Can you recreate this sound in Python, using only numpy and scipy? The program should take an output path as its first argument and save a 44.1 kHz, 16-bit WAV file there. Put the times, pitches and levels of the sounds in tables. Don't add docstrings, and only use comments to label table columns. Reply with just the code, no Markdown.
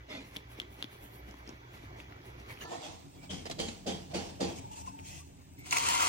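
import sys
import numpy as np
from scipy import signal
from scipy.fft import rfft, irfft, next_fast_len
from scipy.io import wavfile
from scipy.ndimage import uniform_filter1d, map_coordinates

SR = 44100
rng = np.random.default_rng(int(sys.argv[2]) if len(sys.argv) > 2 else 0)


def magnitude_from_level(level_db):
    exponent = np.asarray(level_db, float) / 20
    return 10 ** exponent


def generate_wav(sig):
    pcm = np.round(np.clip(np.atleast_2d(sig).T, -1, 1) * 32767).astype(np.int16)
    wavfile.write(sys.argv[1], SR, pcm)


N = 268128
CUT_S = 2.643

# [f/Hz, level/dB per Hz]
AIR_COLOUR_KITCHEN = [
    [(15, -26), (25, -14), (53, -6), (114, 1.5), (200, -17), (373, -7), (476, -17.5), (1400, -24.5), (2220, -21), (2690, -30.5), (6560, -36.5), (8360, -67), (11600, -45.5), (14000, -41), (16000, -44)],
    [(25, -49), (92, -16), (394, 3), (2280, -2), (4030, -15), (10100, -24), (16000, -76)],
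]
AIR_COLOUR_SINK = [
    [(20, -25), (59, -23), (100, -1.5), (156, -5), (210, -20), (277, -2.5), (308, -13.5), (370, -12.5), (450, -24), (900, -27), (1400, -35.5), (1800, -32.5), (2500, -28.5), (4670, -39.5), (8280, -31.5), (9410, -37.5), (10200, -66), (12700, -66), (13800, -33.5), (16000, -36.5)],
    [(35, -38.5), (60, -10.5), (274, -20), (308, -14), (593, -33), (862, -23.5), (1310, -37.5), (10500, -37.5), (14600, -43), (16000, -72)],
]
# [f/Hz, level/dB rms, width/Hz]
FRIDGE_KITCHEN = [(61.2, -58, 8.68), (118.2, -63, 9.68), (290.5, -69, 14), (1975, -75.5, 45),
                  (2293, -74.5, 45), (3370, -78, 45)]
FRIDGE_SINK = [(48.3, -63.5, 22), (83.1, -56, 19), (151, -64, 4.6), (188.2, -62.5, 10), (280, -68.5, 18)]
# [t/s, level/dB]
FRIDGE_SWELL = [(2.6, -9.5), (3.2, -5.5), (3.45, 3), (4.8, 1.5), (5.3, -3.5), (5.6, -3), (6.1, 2.5)]
# [t/s, level/dB]
AIR_LEVEL_SINK = [(2.6, -4), (3.1, -1.5), (3.4, 1.5), (4.6, 1.5), (5.19, -0.5), (5.23, -2), (5.5, -1.5),
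                  (5.63, -0.5), (5.72, 2), (6.1, -1)]
# [f/Hz, t60/s]
WALL_DECAY = [(150, 0.057), (1000, 0.76), (8000, 0.65)]
# [t/s, left-right level/dB, phase of side/rad]
MOUTH_PLACE = [(0, -0.7, -1.7), (1.9, -1, -1.7), (2.1, -0.6, 1.5), (2.8, -2, 1.6), (3.2, 0, 1.9),
               (3.5, -1.0, -1.9), (4.4, -0.5, -2.2), (4.6, 1, -1.7), (5.0, 1.1, 1.7), (6.1, 0, 1.3)]

# [start t/s, length/s, f/Hz, mid level/dB, side level/dB]
HOLLOWS = [(0.096, 0.16, 2087, -60, -55), (0.086, 0.16, 625, -59.5, -59), (0.092, 0.22, 280, -53.5, -71),
           (.1, 0.14, 3500, -61.5, -56), (2.73, 0.081, 720, -58, -53), (2.825, .09, 3390, -59.5, -58),
           (3.586, 0.15, 3200, -52.5, -52), (3.293, 0.16, 3180, -55.5, -55), (4.6, 0.76, 891, -72, -53),
           (4.872, 0.047, 1020, -65, -46), (5.58, 0.18, 2200, -71, -63), (5.588, 0.035, 14300, -56.5, -57),
           (5.723, .05, 985, -54, -41), (5.99, 0.056, 1300, -46.5, -39), (3.865, .17, 3250, -54.5, -53),
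           (3.586, .12, 4600, -52.5, -54), (4.14, .1, 4500, -55, -54), (4.405, 0.11, 4700, -53, -52),
           (3.457, .03, 5000, -57, -59), (3.685, 0.033, 4000, -54.5, -58), (5.84, .24, 2950, -53, -50),
           (2.608, 0.038, 2900, -56.5, -55), (2.61, 0.053, 1700, -59, -58), (2.612, 0.044, 6400, -62, -61),
           (2.495, .06, 2150, -57, -60), (.09, 0.14, 420, -65.5, -66), (.1, .14, 1200, -73, -66),
           (3.296, 0.042, 3200, -55, -52), (.09, 0.14, 5100, -68, -65)]
# [start t/s, length/s, from f/Hz, to f/Hz, level/dB]
SLIDING_HOLLOWS = [(2.61, 0.21, 1700, 1910, -60), (2.7, .09, 750, 720, -58), (2.83, .08, 720, 700, -60),
                   (2.65, 0.049, 1350, 1300, -59), (2.64, .06, 1000, 990, -57),
                   (2.79, .18, 650, 1030, -60.5), (2.69, .1, 350, 345, -52.5), (2.71, 0.066, 484, 460, -56),
                   (2.82, 0.15, 600, 650, -58.5), (2.83, .1, 2500, 2660, -61),
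                   (3.18, 0.11, 2330, 2300, -65), (3.14, 0.066, 3300, 3400, -71),
                   (2.715, 0.028, 680, 640, -51), (.2, 0.118, 2000, 2100, -69),
                   (0.086, 0.125, 7200, 6000, -70), (.1, 0.127, 2420, 2450, -59),
                   (.12, .08, 4500, 4400, -64), (5.04, 0.172, 2600, 2500, -64), (5.1, .11, 2000, 1950, -69),
                   (4.865, .04, 700, 700, -64), (5.72, 0.062, 1000, 960, -47),
                   (5.82, 0.051, 1100, 1200, -51), (5.655, 0.046, 720, 730, -63),
                   (5.2, 0.036, 1150, 1150, -66), (5.93, 0.12, 1370, 1370, -48),
                   (5.97, .11, 2090, 2090, -52), (5.87, .05, 2620, 2680, -50), (5.88, .05, 1850, 1850, -47),
                   (5.83, 0.3, 3280, 3270, -50), (5.72, 0.077, 2300, 2300, -54)]

# [t/s, spray level/dB]
TAP_FLOW = [
    (5.57, -78),
    (5.594, -63.5),
    (5.638, -68),
    (5.663, -50.5),
    (5.705, -52),
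    (5.729, -36),
    (5.808, -39),
    (5.87, -36.5),
    (6.08, -36.5),
]
# [t/s, spray level/dB, smack level/dB, smack f/Hz]
GOBS = [
    (5.709, -35, -29, 6700),
    (5.7095, -40, -32.5, 4300),
    (5.726, -23.5, -20.5, 2430),
    (5.7685, -24.5, -24, 2290),
    (5.886, -24.5, -27, 8200),
    (5.9, -30, -31, 2600),
    (5.998, -31, -25, 1200),
]
# [f/Hz, level/dB per Hz]
SPRAY_COLOUR = [
    [(760, -50), (1300, -14.5), (1670, -18.5), (2030, -2.5), (2630, -1), (3580, -10), (4170, -6), (5540, -9.5), (6620, -5), (9000, -11), (10000, -21.5), (13700, -26.5), (16000, -12)],
    [(760, -36), (1450, -9), (1920, -11.5), (2950, -4.5), (3560, -11), (5960, -6.5), (10500, -7.5), (14400, -22), (16000, -81.5)],
]
BASIN_COLOUR = [
    [(120, -57), (200, -21), (274, -7.5), (620, -12), (738, -4.5), (833, -14), (925, -0.5), (1600, -8.5), (2080, -31), (2600, -64)],
    [(120, -60), (200, -22), (512, -24), (917, -2.5), (1160, -7), (1280, -13), (1600, -14), (2300, -55)],
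]
# [f/Hz, mid level/dB, side level/dB, width/Hz]
BASIN_MODES = [(942, -46.5, -36, 21.7), (1030, -50.5, -42.5, 25.9), (1153, -54, -45, 29.8),
               (1360, -50.5, -49, 24.1), (2082, -50.5, -53, 36.2), (2200, -52, -54, 41),
               (2360, -50.5, -52, 26.3), (2562, -51.5, -51, 29.5), (2660, -49.5, -51, 23.9),
               (2968, -54, -48, 40), (3150, -55, -49, 40), (4180, -53, -51, 50)]

# [t/s, peak level/dB, ring f/Hz, knock level/dB]
HEAD_CLICKS = [(0.363, -35, 3380, -25), (0.3673, -30.5, 3460, -21.5), (0.6002, -27.5, 3345, -28),
               (0.617, -39.5, 3460, -12), (0.826, -26, 3490, -28), (0.843, -34.5, 3460, -8.5),
               (1.2842, -56, 900, 5), (1.311, -49.5, 6130, -11), (1.3416, -47, 950, -7),
               (1.476, -45, 5340, -3), (1.492, -42, 5740, -1), (1.8371, -58, 3760, 10.5),
               (2.002, -43, 2650, -19), (2.124, -46.5, 1960, -14), (2.5739, -46, 2500, -6),
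               (2.609, -49, 2800, -13), (4.99, -46.5, 2860, -6), (4.997, -48, 2400, -6),
               (0.1408, -47, 4270, -2), (0.177, -48, 3840, -7), (2.163, -54, 1290, -3),
               (2.205, -54.5, 1800, -12)]
# [t/s, f/Hz, level/dB]
BRISTLE_SQUEAK = [
    (.872, 10900, -80),
    (.9, 12700, -75),
    (.94, 13500, -80),
    (1.0, 14100, -72),
    (1.065, 14400, -67),
    (1.11, 13500, -66),
    (1.175, 12900, -70),
    (1.225, 13400, -71),
    (1.275, 11300, -78),
]
# [peak t/s, pressure level/dB, speed level/dB]
KITCHEN_STROKES = [(0.12, -54.5, -72), (.16, -57.5, -82), (.215, -59.5, -82), (0.274, -67, -68.5),
                   (0.356, -58.5, -66), (0.519, -65.5, -66), (0.593, -58.5, -71), (.73, -71, -67),
                   (.81, -58, -67.5), (0.932, -63.5, -64.5), (1.039, -64, -60.5), (1.15, -66.5, -65),
                   (1.29, -64, -71), (1.385, -70, -72), (1.49, -59.5, -79), (1.56, -97, -80),
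                   (1.749, -60, -68), (1.84, -65, -74), (1.999, -59.5, -72), (2.11, -72, -99),
                   (2.269, -62.5, -67), (2.399, -64, -72), (2.508, -53.5, -62), (2.623, -51.5, -59.5)]
# [peak t/s, fall/s, rasp level/dB, cheek level/dB]
SINK_RUBS = [
    (2.655, 0.017, -55, -50.5),
    (2.734, 0.053, -49.5, -45.5),
    (2.855, 0.086, -51, -52),
    (3.245, 0.019, -57, -58),
    (3.17, 0.034, -69, -66),
    (4.12, 0.015, -57, -53),
    (4.225, 0.01, -72, -55),
    (4.3, 0.011, -63, -57),
    (4.5, 0.024, -65, -48),
]
# [middle t/s, half length/s, rasp level/dB, cheek level/dB]
DRY_RUBS = [
    (4.578, 0.022, -54.5, -68),
    (4.73, 0.016, -57.5, -62.5),
    (4.79, 0.036, -56, -62.5),
    (4.878, 0.02, -59.5, -58.5),
    (4.997, .011, -69, -63),
    (5.13, 0.082, -55, -65),
]
# [t/s, peak level/dB, jaw boom level/dB, cheek level/dB, t60/s]
HARD_STROKES = [
    (3.2964, -29.5, -5.5, -18, 0.45),
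    (3.584, -26, -13, -14, 0.53),
    (3.861, -24.5, -10.5, -11.5, 0.42),
    (4.136, -26, -11, -9.5, 0.53),
    (4.4004, -25.5, -8.5, -7.5, 0.46),
]
# [t/s, peak level/dB, jaw boom level/dB, cheek level/dB, t60/s]
HARD_FLICKS = [
    (3.4535, -28, -27, -5.5, 0.043),
    (3.461, -32, -27, -7.5, 0.083),
    (3.4971, -25, -17, -6, 0.048),
    (3.51, -20.5, -16.5, -20, 0.056),
    (3.599, -25, -20, -13, 0.04),
    (3.683, -26, -9, -22, 0.045),
]
# [f/Hz, level/dB per Hz]
RASP_COLOUR_KITCHEN = [
    [(590, -13), (1000, -4), (1570, -9), (2050, -2.5), (2800, -6.5), (3500, -9), (4950, -14.5), (5950, -12), (8290, -22), (11700, -36)],
    [(350, -31), (600, -26), (1080, -10), (1750, -23), (1990, -10), (3370, -13), (6920, -33), (8390, -23), (11000, -38), (13000, -30)],
]
TIP_COLOUR = [
    [(10000, -2), (10500, -8.5), (13000, -9.5), (16000, -12)],
    [(5000, -31), (7000, -11), (10000, -6), (14000, -23)],
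]
RASP_COLOUR_SINK = [
    [(590, -1), (1000, -6.5), (1610, -8.5), (2290, -4.5), (3330, -2.5), (4120, -4.5), (6640, -7), (9000, -14.5), (10000, -27), (13500, -26), (16000, -26.5)],
    [(590, -28), (1000, -9), (1370, -13), (1630, -8), (3300, -6.5), (8260, -11.5), (13000, -23), (16000, -53)],
]
DRY_COLOUR = [
    [(880, -28), (1670, -11), (2650, 1.5), (3860, -8), (6370, -0.5), (9000, -7), (13500, -15), (16000, -15)],
    [(880, -50), (1500, -10.5), (2750, -8), (4770, -11), (6240, -2), (10800, -7.5), (15000, -25)],
]
RUB_COLOUR = [
    [(150, -20.5), (250, -14), (332, -8), (413, -23), (455, -7.5), (566, -16.5), (741, -9), (1500, -28.5), (2600, -71)],
    [(150, -33), (250, -1.5), (419, -6), (566, 2), (793, 5.5), (1500, -14), (1950, -57)],
]
CHEEK_COLOUR = [
    [(79, -15), (135, -2.5), (185, 6), (281, 1.5), (440, 0), (558, -4.5), (771, -4.5), (1040, -13.5), (1400, -56)],
    [(79, -43), (135, -18), (404, -17.5), (506, -3.5), (580, -23), (727, -6.5), (1400, -30.5), (1820, -55)],
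]
# [f/Hz, level/dB, t60/s]
CHEEK_RINGS = [(187, -1, 0.44), (269.6, -4.5, 0.28), (336.9, -1.5, 0.35), (458.5, 1, 0.24),
               (698, -9.5, 0.2), (798, -9.5, 0.35)]

# [mid low f/Hz, mid high f/Hz, wander/Hz, side top f/Hz]
LOST_BANDS = [
    (7850, 10430, 450, 12300),
    (9180, 13650, 300, 16000),
]
FULL_BAND_S = [.11, .345, .365, .525, .6, .68, .825, 1.48, 2.26, 2.52, 3.505, 5.21, 5.72]


def unit(x):
    return x / np.sqrt(np.mean(x ** 2) + 1e-20)


def along(points, hz):
    f, v = np.transpose(points)
    return np.interp(np.log(hz + 1), np.log(f + 1), v)


def curves(rows, outside=-120):
    s, *cols = np.transpose(rows)
    return [np.interp(np.arange(N) / SR, s, c, outside, outside) for c in cols]


def wobble(rate):
    at = np.arange(0, N + 16, 16)
    knots = rng.standard_normal(int(N * rate / SR) + 4)
    return np.interp(np.arange(N), at, map_coordinates(knots, [at * rate / SR]))


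def coloured(pair, colours, side_db, lean=0.75, turn=-1.77):
    m = next_fast_len(N + SR // 4)
    hz = np.fft.rfftfreq(m, 1 / SR)
    a, b = rfft(pair, m)
    share = lean / (1 + (hz / 2500) ** 2)
    related = share * np.exp(1j * turn) * a + np.sqrt(1 - share ** 2) * b
    gains = [magnitude_from_level(along(c, hz)) * (hz >= c[0][0]) * (hz <= c[-1][0]) for c in colours]
    mid, side = irfft([a, related] * np.array(gains), m)[:, :N]
    return np.array([unit(mid), magnitude_from_level(side_db) * unit(side)])


def grains(per_s, spread_db, patchy_db):
    cell = (np.arange(N) * per_s / SR).astype(int)
    snap_db = spread_db * np.minimum(rng.exponential(size=N), 3.5)[cell]
    z = signal.stft(magnitude_from_level(snap_db) * rng.standard_normal((2, N)), nperseg=512)[2]
    field = uniform_filter1d(rng.standard_normal(z.shape[1:]), size=3, axis=0)
    field = uniform_filter1d(field, size=8, axis=1)
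    return signal.istft(z * magnitude_from_level(patchy_db * unit(field)), nperseg=512)[1][:, :N]


def ring(hz, t60, t):
    return magnitude_from_level(-60 * t / t60) * np.sin(2 * np.pi * hz * t)


def singing(width, t):
    knots = rng.standard_normal((2, 500))
    return [map_coordinates(k, [(t - t[0]) * min(width, 900)]) for k in knots]


def narrow(hz, width, t):
    re, im = singing(width, t)
    return unit(re * np.cos(2 * np.pi * hz * t) + im * np.sin(2 * np.pi * hz * t))


def hollow(hz, width, t, start):
    re, im = singing(width, t)
    turn = np.interp(start, *np.transpose(MOUTH_PLACE)[[0, 2]])
    port_phase = np.array([[0], [turn]])
    mid, side = np.real((re + 1j * im) * np.exp(2j * np.pi * hz * t + 1j * port_phase))
    return np.array([unit(mid), unit(unit(side) + 0.41 * narrow(hz, width, t))])


def swells(peak_s, db, rise, fall, front, tail):
    out, span = np.zeros(N + 2 * SR), np.arange(-SR // 8, SR // 2) / SR
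    for s, gain, r, f in np.broadcast(peak_s, magnitude_from_level(db), rise, fall):
        fade = np.where(span < 0, np.abs(span / r) ** front, np.abs(span / f) ** tail)
        out[round(s * SR) + SR - SR // 8:][:len(span)] += gain * np.exp(-fade)
    return out[SR:SR + N]


def walls(x):
    hz, t, z = signal.stft(rng.standard_normal((2, SR // 2)), SR, nperseg=256)
    tail = signal.istft(z * magnitude_from_level(-60 * t / along(WALL_DECAY, hz)[:, None]), SR, nperseg=256)[1]
    late = np.pad(x, ((0, 0), (300, 0)))
    return signal.fftconvolve(late, tail / np.linalg.norm(tail[0]), axes=1)[:, :N]


def kitchen(colours, hum, level_db, side_db, swell_db=0, air_db=0):
    air_gain = magnitude_from_level(level_db + air_db + 1.3 * wobble(3.165))
    air = air_gain * coloured(grains(200, 0.6, patchy_db=2.5), colours, side_db)
    t = np.arange(N) / SR
    for hz, db, width in hum:
        fuzz = unit(40 / (30 + width) + wobble(width) + 1j * wobble(width))
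        line = unit(np.real(fuzz * np.exp(2j * np.pi * hz * t)))
        air[0] += magnitude_from_level(db + swell_db + 1.4 * wobble(9.6)) * line
    return air


def cavity():
    out = np.zeros((2, N))
    for start, length, hz, *levels in HOLLOWS:
        t = np.arange(round(length * SR)) / SR
        u = t / length
        shape = np.sin(np.pi * u ** 0.38) * (1.25 - 0.6 * u)
        pair = magnitude_from_level(np.array(levels)[:, None] + 3.5) * hollow(hz, hz / 8.5, t, start)
        part = out[:, round(start * SR):][:, :len(t)]
        part += (shape * pair)[:, :part.shape[1]]
    return out


def glides():
    out = np.zeros((2, N))
    for start, length, from_hz, to_hz, db in SLIDING_HOLLOWS:
        t = np.arange(round(length * SR)) / SR
        warped = t + (to_hz / from_hz - 1) * t ** 2 / (2 * length)
        pair = magnitude_from_level([[db], [db - 1]]) * hollow(from_hz, from_hz / 16, warped, start)
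        shape = np.sqrt(np.abs(np.sin(np.pi * t / length)))
        part = out[:, round(start * SR):][:, :len(t)]
        part += (shape * pair)[:, :part.shape[1]]
    return out


def steel(flow_db):
    out, t = np.zeros((2, N)), np.arange(SR // 2) / SR
    for hz, mid_db, side_db, width in BASIN_MODES:
        out[:, -len(t):] += magnitude_from_level([[mid_db], [side_db]]) * hollow(hz, width, t, 6)
    return out * magnitude_from_level(flow_db - 2.0)


def smacks():
    out, t = np.zeros((2, N + SR)), np.arange(SR // 30) / SR
    for s, _, db, hz in GOBS:
        shape = magnitude_from_level(db - 1.5 - 60 * t / 0.015) * (1 - np.exp(-t / 0.0003))
        pair = np.array([narrow(hz, 820, t), 0.9 * narrow(hz, 800, t)])
        out[:, round(s * SR):][:, :len(t)] += shape * pair
    return out[:, :N]


def tap():
    spray_db, = curves(TAP_FLOW + [(7, TAP_FLOW[-1][1])])
    t, burst = np.arange(N) / SR, np.zeros(N)
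    for s, db, _, _ in GOBS:
        burst += magnitude_from_level(db - 11.0 - 60 * np.abs(t - s) / 0.043) * (t >= s)
    surge_db = 2 * wobble(32)
    flow_db = spray_db + 35.5
    basin_db = -42.5 + 1.4 * flow_db + 1.3 * surge_db
    spray = coloured(grains(1200, 2.3, patchy_db=1.5), SPRAY_COLOUR, side_db=2.0, lean=1.0, turn=1.4)
    basin = coloured(grains(200, 1.15, patchy_db=0.0), BASIN_COLOUR, side_db=9, lean=0.79, turn=0.46)
    return (steel(1.6 * flow_db + 0.77 * surge_db)
            + (magnitude_from_level(spray_db + 0.54 * surge_db) + burst) * spray
            + (magnitude_from_level(basin_db) + 0.15 * burst) * basin)


def clicks():
    out, t = np.zeros((2, N + SR)), np.arange(SR // 20) / SR
    for s, db, hz, knock_db in HEAD_CLICKS:
        luck = rng.standard_normal((2, len(t)))
        tick = 1.2 * magnitude_from_level(-60 * t / 0.003) * uniform_filter1d(luck, size=6)
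        rough = uniform_filter1d(luck[::-1], size=30)
        after = 0.65 * magnitude_from_level(-60 * t / 0.07) * rough * np.sin(2 * np.pi * hz * t)
        ports = hz * np.array([[1], [0.87]])
        shell = ring(ports, 0.0078, t) + 0.45 * ring(1.13 * ports, 0.0032, t)
        shell = shell * (1 - np.exp(-t / 0.0001)) * [[1.6], [1.4]]
        jaw_hz = 307 * np.exp(-0.0081 * (db + knock_db + 58.5))
        knock = ring(jaw_hz, 0.03, t) * (1 - np.exp(-t / 0.0011)) * [[3.5], [1.2]]
        out[:, round(s * SR):][:, :len(t)] += magnitude_from_level(db) * (shell + after + tick + magnitude_from_level(knock_db) * knock)
    return out[:, :N]


def gulps():
    out, t = np.zeros((2, N)), np.arange(SR // 4) / SR

    def mode(hz, db, t60):
        steady = np.sin(2 * np.pi * (hz * t + rng.random())) + 0.55 * narrow(hz, 38.3, t)
        return magnitude_from_level(db - 3.5 - 60 * t / t60) * steady

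    hz = 440 + 190 * np.exp(-(t / 0.025) ** 3.2)
    shape = (1 - np.exp(-t / 0.016)) * magnitude_from_level(-60 * t / 0.25)
    for s, db, _, cheek_db, _ in HARD_STROKES:
        for port, (port_db, mode_gain) in enumerate([(2.5, 1.2), (0.3, 0.6)]):
            rough = 1.08 + 0.62 * narrow(60.8, 79.0, t)
            drop = shape * rough * np.sin(2 * np.pi * np.cumsum(hz) / SR + 2.5 * port)
            modes = sum(mode(*row) for row in CHEEK_RINGS) * (1 - np.exp(-t / 0.015)) ** 2
            gulp = magnitude_from_level(db + cheek_db + port_db) * (drop + mode_gain * modes)
            out[port, round((s - 0.005) * SR):][:len(t)] += gulp
    return out


def light(rows, longest_rise, front, tail):
    s, fall, *levels = np.transpose(rows)
    return [swells(s, db, np.minimum(longest_rise, fall), fall, front, tail) for db in levels]


def scrub_first():
    s, pressure_db, speed_db = np.transpose(KITCHEN_STROKES)

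    def swish(db):
        return swells(s, db, rise=0.026, fall=0.038, front=1.44, tail=1.37)

    rasp = coloured(grains(900, 2.3, patchy_db=2.5), RASP_COLOUR_KITCHEN, side_db=0.5)
    rasp *= swish(pressure_db) + magnitude_from_level(-73.5)
    cheek = coloured(grains(150, 2.8, patchy_db=0), CHEEK_COLOUR, side_db=-5.0)
    cheek *= swish(-57 + 0.48 * (pressure_db + 62))
    tips = swish(speed_db) * coloured(grains(1500, 0.93, patchy_db=0), TIP_COLOUR, side_db=3.5)
    hz, db = curves(BRISTLE_SQUEAK)
    tips[0] += magnitude_from_level(db + 3.7 * wobble(45.2)) * np.sin(2 * np.pi * np.cumsum(hz) / SR)
    return rasp + cheek + tips


def scrub_sink():
    t, jaw, cheek = np.arange(N) / SR, np.zeros(N), np.zeros(N)
    rasp, rub = light(SINK_RUBS, 0.036, front=1.6, tail=0.95)
    dry_rasp, late_rub = light(DRY_RUBS, 1, front=6, tail=6)
    dry_rasp += magnitude_from_level(-70.5) * (t > DRY_RUBS[0][0]) * (t < DRY_RUBS[-1][0])
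    rows = [(*row, 0.0053) for row in HARD_STROKES] + [(*row, 0.0015) for row in HARD_FLICKS]  # rise, s
    for s, db, jaw_db, cheek_db, t60, rise in rows:
        u = np.clip(t - s, 0, None)
        bite = (1 - np.exp(-u / rise)) ** 2
        rasp += magnitude_from_level(db - 14 - 60 * u / t60) * bite
        cheek += magnitude_from_level(db + cheek_db - 5.5 - 55 * u / t60) * bite ** 1.3
        jaw += magnitude_from_level(db + jaw_db - 4 - 45 * u / t60) * bite ** 3.4
    deep = [[(hz, db - 30 * np.log2(max(hz / 350, 1))) for hz, db in c] for c in CHEEK_COLOUR]
    bright = [[(hz, db - 30 * np.log2(max(330 / hz, 1))) for hz, db in c] for c in CHEEK_COLOUR]
    rasp_noise = coloured(grains(1400, 1.8, patchy_db=2.5), RASP_COLOUR_SINK, 0.5, lean=0.81, turn=-2.3)
    dry_noise = coloured(grains(970, 0.87, patchy_db=3.0), DRY_COLOUR, side_db=2, lean=0.31)
    rub_noise = coloured(grains(150, 0.63, patchy_db=1.5), RUB_COLOUR, side_db=2.0, lean=0.7, turn=1.46)
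    jaw_noise = coloured(grains(60, 0.21, patchy_db=0), deep, side_db=-4.0, lean=0.89, turn=0.027)
    cheek_noise = coloured(grains(120, 1.2, patchy_db=0), bright, side_db=2.5, lean=0.7, turn=-1.94)
    return (rasp * rasp_noise + magnitude_from_level(0.5) * dry_rasp * dry_noise + (rub + late_rub) * rub_noise
            + jaw * jaw_noise + cheek * cheek_noise)


def scene():
    after = np.clip((np.arange(N) / SR - CUT_S) / 0.004, 0, 1)
    swell_db, air_db = curves(FRIDGE_SWELL)[0], curves(AIR_LEVEL_SINK)[0]
    hits = clicks()
    first = kitchen(AIR_COLOUR_KITCHEN, FRIDGE_KITCHEN, level_db=-55.5, side_db=-3.0) + scrub_first()
    near = scrub_sink() + gulps() + tap() + smacks()
    sink = kitchen(AIR_COLOUR_SINK, FRIDGE_SINK, -55.5, -2.5, swell_db, air_db)
    sink += near + magnitude_from_level(-10) * walls(near)
    takes = first * (1 - after) + sink * after
    mid, side = takes + cavity() + glides() + hits + magnitude_from_level(-19.0) * walls(hits)
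    left_right_db = curves(MOUTH_PLACE, outside=0)[0]
    return np.array([mid + side, mid - side]) * magnitude_from_level(left_right_db * [[0.5], [-0.5]])


def thin_treble(mid, side):
    hz, t, z = signal.stft([mid, side], SR, nperseg=1024)
    by_sink = t > CUT_S
    lo, hi, wander, top = np.transpose(LOST_BANDS)[:, (t > CUT_S + 0.03).astype(int)]
    jog = rng.standard_normal((3, len(t) // 3 + 1)).repeat(3, axis=1)[:, :len(t)]
    calm = np.abs(t[:, None] - FULL_BAND_S).min(axis=1) > 0.011
    f = hz[:, None]
    cells = rng.random((len(hz) // 12 + 1, len(t) // 3 + 1))
    cells = cells.repeat(12, axis=0).repeat(3, axis=1)[:len(hz), :len(t)]
    band = (f > lo + wander * jog[0]) & (f < hi + wander * jog[1])
    scattered = (f > hi) & (cells < 0.12 + 0.3 * by_sink)
    z[0] *= 1 - calm * (band | scattered | (f > 15950))
    z[1] *= 1 - calm * (f > top + 2 * wander * jog[2])
    return signal.istft(z, SR, nperseg=1024)[1][:, :N]


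def top_cut(x):
    return signal.sosfilt(signal.butter(12, 16460, fs=SR, output="sos"), x)


def record(dry):
    mid, side = thin_treble((dry[0] + dry[1]) / 2, (dry[0] - dry[1]) / 2)
    return top_cut(np.array([mid + side, mid - side]))


dry = scene()
out = record(dry)
generate_wav(out)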